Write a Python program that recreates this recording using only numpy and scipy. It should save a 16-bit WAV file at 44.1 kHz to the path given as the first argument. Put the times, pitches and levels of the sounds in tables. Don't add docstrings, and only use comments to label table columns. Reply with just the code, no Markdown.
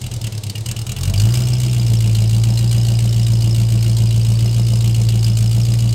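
import sys
import numpy as np
from scipy import signal
from scipy.fft import rfft, irfft, next_fast_len
from scipy.io import wavfile
from scipy.ndimage import uniform_filter1d

SR = 44100
rng = np.random.default_rng(int(sys.argv[2]) if len(sys.argv) > 2 else 0)


def to_wav(s):
    ch = np.atleast_2d(s).T
    pcm = np.round(np.clip(ch, -1, 1) * 32767)
    wavfile.write(sys.argv[1], SR, pcm.astype(np.int16))


N = 261954

# t/s, speed/rpm
CRANK_SPEED = [(0.0, 632.9), (0.49, 498.7), (0.69, 597.4), (0.79, 563.2), (1.15, 734.9), (1.33, 917.3),
               (1.67, 925.1), (1.9, 858.3), (2.18, 825.3), (2.6, 874.2), (3.23, 860.0), (4.32, 849.2),
               (4.53, 870.0), (5.4, 840.9), (5.63, 870.7)]
# t/s, pressure level/dB, spit level/dB
FIRING_STRENGTH = [(0, -8, 2), (.25, -5, 8), (.5, -8, 3.5), (.75, -5.5, 9), (.95, -7, 6.5),
                   (1.05, -0.5, 6.5), (1.26, 0.5, 5.5), (1.4, -0.5, 3.5), (5.94, -0.5, 1.84)]
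# boom/dB, lope/dB, burble/dB, spit/dB, tailpipe tone/dB
CYLINDER_LEVELS = [(7, -3, -4, 13.5, 20.5), (7.5, 8.5, -12, 12, -5.5), (12, 1, 6.5, 11, 21.5),
                   (8, 11.5, 13, 10.5, 5.5), (10.5, 8, -2.5, 10.5, -3.5), (8.5, 7.5, 3.5, 10, 20.5),
                   (8.5, -29.5, -4, 6.5, -2), (10.5, -5, 9, 6.5, -5.5)]
# tailpipe (0 whistles, 1 rings), lope delay/s, burble delay/s
EXHAUST_PATHS = [(1, .0006, .0039), (0, .0019, .0028), (1, .0016, .0009), (1, .0027, .0024),
                 (0, .0059, .004), (1, .0119, .0049), (0, .0007, .0044), (0, .0107, .0093)]
# place in the firing order (from 0), catch t/s
COLD_CYLINDERS = [(0, 1.0), (4, 1.2)]
# t/s, level/dB, f/Hz
HARD_SPITS = [(.2708, -20.5, 2940), (.4955, -16, 4630), (.552, -17, 2840), (1.1757, -13.5, 4820),
              (1.1972, -12, 4430), (1.3524, -14.5, 4966), (1.5312, -14.5, 5120), (2.1495, -14.5, 4080),
              (2.5726, -14, 4060), (3.4203, -15, 4760), (5.0862, -16, 4420), (5.2425, -14, 4940)]

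# f/Hz, spectral density level/dB
ENGINE_BAY_SPECTRUM = [(150, -5), (260, 10), (657, 5.5), (1420, -10), (2640, -6.5), (2880, -6), (3850, 0),
                       (4650, -3.5), (6900, -5), (8340, -5), (15700, -27)]
RASP_SPECTRUM = [(250, -44), (500, -10), (900, -11), (1400, -11), (2200, -17), (4000, -18)]
SPIT_SPECTRUM = [(880, -13), (1500, -9.5), (1770, -12.5), (2410, -2.5), (2550, -13), (2930, 5.5),
                 (3200, -6.5), (3530, -3), (5080, 0.5), (5720, -5.5), (6060, -1.5), (8640, 0.5),
                 (10200, -12.5), (13400, -8.5), (15700, -18)]
PIPE_GAS_SPECTRUM = [(120, -72), (220, -44), (340, 0), (500, -15.5), (660, -15), (1000, -20.5), (1600, -27),
                     (2500, -59), (5000, -116)]
# f/Hz, T60/s
GARAGE_DECAY = [(200, 1), (3000, 0.083), (12000, 0.03)]

# f/Hz, bandwidth of one stage/Hz, level/dB
KNOCK_MODES = [(560, 350, 0)]
TAILPIPE_MODES = [(2850, 540, 1.7), (2483, 71, -1), (3248, 104, 0.78)]
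PIPE_MODES = [(331.7, 90, -1), (439.5, 83, -4.5), (531.5, 93, -7), (658, 29, -5.5), (786, 26, -9.5),
              (899, 38, -10.5), (1124, 86, -18.5)]
LOPE_MODES = [(194.6, 29.7, 3)]
THUD_MODES = [(43, 32, 0)]
BOOM_MODES = [(107, 59.6, 0)]


def amp(db):
    return 10 ** (np.asarray(db) / 20)


def unit(x):
    return x / np.sqrt(np.mean(x ** 2) + 1e-20)


def along(points, hz):
    f, values = np.transpose(points)
    return np.interp(np.log(hz + 1), np.log(f + 1), values)


def filtered(x, response):
    size = next_fast_len(N + SR // 2)
    return irfft(rfft(x, size) * response(np.fft.rfftfreq(size, 1 / SR)), size)[:N]


def resonate(x, modes, stages=2):
    def bandpass(f, centre, width):
        return 1j * f * width / (centre ** 2 - f ** 2 + 1j * f * width)
    return filtered(x, lambda f: sum(amp(db) * bandpass(f, hz, width) ** stages for hz, width, db in modes))


def noise(spectrum):
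    return unit(filtered(rng.standard_normal(N), lambda hz: amp(along(spectrum, hz))))


def pulses(times, sizes):
    samples = np.maximum(np.round(times * SR), 0).astype(int)
    return np.bincount(samples, sizes, N)[:N]


def swell(length, rise_s, t60_s):
    t = np.arange(length) / SR
    return (1 - np.exp(-(t / rise_s) ** 2)) * amp(-60 * t / t60_s)


def puffs(times, sizes, rise_s, t60_s):
    return unit(signal.fftconvolve(pulses(times, sizes), swell(SR // 10, rise_s, t60_s))[:N])


def whistles(times, sizes, pitches_hz):
    out = np.zeros(N + SR)
    t = np.arange(SR // 40) / SR
    shape = swell(len(t), rise_s=.0025, t60_s=.022)
    shape /= shape.max()
    for onset, size, hz in zip(times, sizes, pitches_hz):
        waver = .15 * np.cumsum(rng.standard_normal(len(t)))
        start = max(round(onset * SR), 0)
        out[start:start + len(t)] += size * shape * np.sin(2 * np.pi * hz * t + waver)
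    return out[:N]


def firings():
    t = np.arange(N) / SR
    firing_hz = np.interp(t, *np.transpose(CRANK_SPEED)) * 4 / 60
    count = .4 + np.cumsum(firing_hz) / SR
    number = np.arange(1, int(count[-1]) + 1)
    times, cylinder = np.interp(number, count, t), number % len(CYLINDER_LEVELS)
    fired = np.ones(len(times))
    for place, catch_s in COLD_CYLINDERS:
        fired[(cylinder == place) & (times < catch_s)] = 0
    return times, cylinder, fired


def engine_bay():
    return amp(-41) * noise(ENGINE_BAY_SPECTRUM)


def garage(x, tail_count=12):
    hz, t, spectra = signal.stft(rng.standard_normal((tail_count, SR // 3)), SR, nperseg=256)
    decay = amp(-60 * t / along(GARAGE_DECAY, hz)[:, None])
    tails = signal.istft(spectra * decay, SR, nperseg=256)[1]
    tails /= np.linalg.norm(tails[0])
    position = np.linspace(0, tail_count - 1, N)
    shares = np.maximum(1 - abs(position - np.arange(tail_count)[:, None]), 0)
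    wet = signal.fftconvolve(x * np.sqrt(shares), tails, axes=1).sum(0)
    return np.pad(wet, (SR // 200, 0))[:N]


def knock(times):
    sizes = amp(rng.normal(0, 1.5, len(times)))
    return amp(-51) * unit(resonate(pulses(times - .0012, sizes), KNOCK_MODES))


def rasp(times, fired, full_strain_rpm_per_s=400):
    rpm = np.interp(times, *np.transpose(CRANK_SPEED))
    acceleration = uniform_filter1d(np.gradient(rpm, times), size=16)
    strain = np.clip(acceleration / full_strain_rpm_per_s, 0, 1)
    bursts = puffs(times, strain * fired, rise_s=.0015, t60_s=.054)
    return amp(-35) * noise(RASP_SPECTRUM) * bursts / bursts.max()


def chirps(times):
    level_scatter, pitch_scatter = rng.standard_normal((2, len(times)))
    regular = np.c_[times, -23 + 1.5 * level_scatter, 4193 * 2 ** (.13 * pitch_scatter)]
    onsets, db, hz = np.vstack([HARD_SPITS, regular]).T
    tones = whistles(onsets, amp(db - 7), hz)
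    hiss = noise(SPIT_SPECTRUM) * puffs(onsets, amp(db), rise_s=.0071, t60_s=.027)
    return tones + amp(-48) * hiss


def spit(times, hiss_db, tone_db, tailpipe):
    jitter, hiss_scatter, tone_scatter, pitch_scatter = rng.standard_normal((len(times), 4)).T
    times = times - .0012 + .0014 * tailpipe + .0006 * jitter
    hiss_sizes = amp(hiss_db + 2 * hiss_scatter)
    hiss = noise(SPIT_SPECTRUM) * puffs(times, hiss_sizes, rise_s=.0046, t60_s=.022)
    jet_sizes = (1 - tailpipe) * amp(tone_db + 2.5 * tone_scatter)
    jet_hz = 5000 * np.exp(.036 * pitch_scatter)
    jet = unit(whistles(times + .001004, jet_sizes, jet_hz))
    tube = unit(resonate(rng.standard_normal(N), TAILPIPE_MODES))
    tube *= puffs(times, tailpipe * amp(tone_db + 2 * tone_scatter), rise_s=.0018, t60_s=.11)
    return amp(-35) * hiss + amp(-42) * jet + amp(-44) * tube


def burble(times, db):
    level_scatter, jitter = rng.standard_normal((len(times), 2)).T
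    sizes = amp(db + 1.2 * level_scatter)
    times = times + .00017 * jitter
    ring = unit(resonate(pulses(times, sizes), PIPE_MODES))
    gas = noise(PIPE_GAS_SPECTRUM) * puffs(times, np.sqrt(sizes), rise_s=.0058, t60_s=.074)
    return amp(-44) * ring + amp(-48.5) * gas


def lope(times, db):
    sizes = amp(db + rng.normal(0, 1.5, len(times)))
    return amp(-32.5) * unit(resonate(pulses(times, sizes), LOPE_MODES))


def boom(times, db, missed):
    sizes = amp(db + rng.normal(0, .6, len(times)))
    burns = pulses(times, sizes * amp(-22 * missed))
    pumping = pulses(times, sizes * amp(-4 * missed))
    ring = unit(resonate(burns, BOOM_MODES, stages=4))
    thud = unit(resonate(pumping, THUD_MODES, stages=4))
    return amp(-14) * ring + amp(-28.5) * thud


def scene():
    times, cylinder, fired = firings()
    missed = 1 - fired
    opening = times - .007
    boom_db, lope_db, burble_db, spit_db, tone_db = np.array(CYLINDER_LEVELS)[cylinder].T
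    tailpipe, lope_delay, burble_delay = np.array(EXHAUST_PATHS)[cylinder].T
    t, pressure, sharpness = np.transpose(FIRING_STRENGTH)
    pressure_db, sharp_db = np.interp(times, t, pressure), np.interp(times, t, sharpness)
    burn_db = pressure_db - 7 * missed
    dead_db = -28 * missed
    slack_db = -1.5 * np.r_[0, missed[:-1]]
    drive_db = np.where(tailpipe, sharp_db, .6 * pressure_db)

    low = boom(opening, pressure_db + boom_db, missed)
    low += lope(opening + lope_delay, burn_db + lope_db)
    middle = burble(opening + burble_delay, 1.24 * burn_db + burble_db)
    high = spit(times, sharp_db + spit_db + dead_db + slack_db, drive_db + tone_db + dead_db, tailpipe)
    high += chirps(times[(cylinder == 0) & (fired > 0)])
    high += rasp(times, fired)
    walls = garage(amp(-8) * high + amp(-6) * middle)
    beat = knock(times[(cylinder == 4) & (fired > 0)])
    return (engine_bay() + walls + beat + high + amp(-6.5) * middle + low)[None]


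def record(dry, low_cut_hz=40, top_hz=15900):
    return filtered(dry[0], lambda hz: (hz < top_hz) * (1 - 1 / (1 + (hz / low_cut_hz) ** 10)))[None]


dry = scene()
out = record(dry)
to_wav(out)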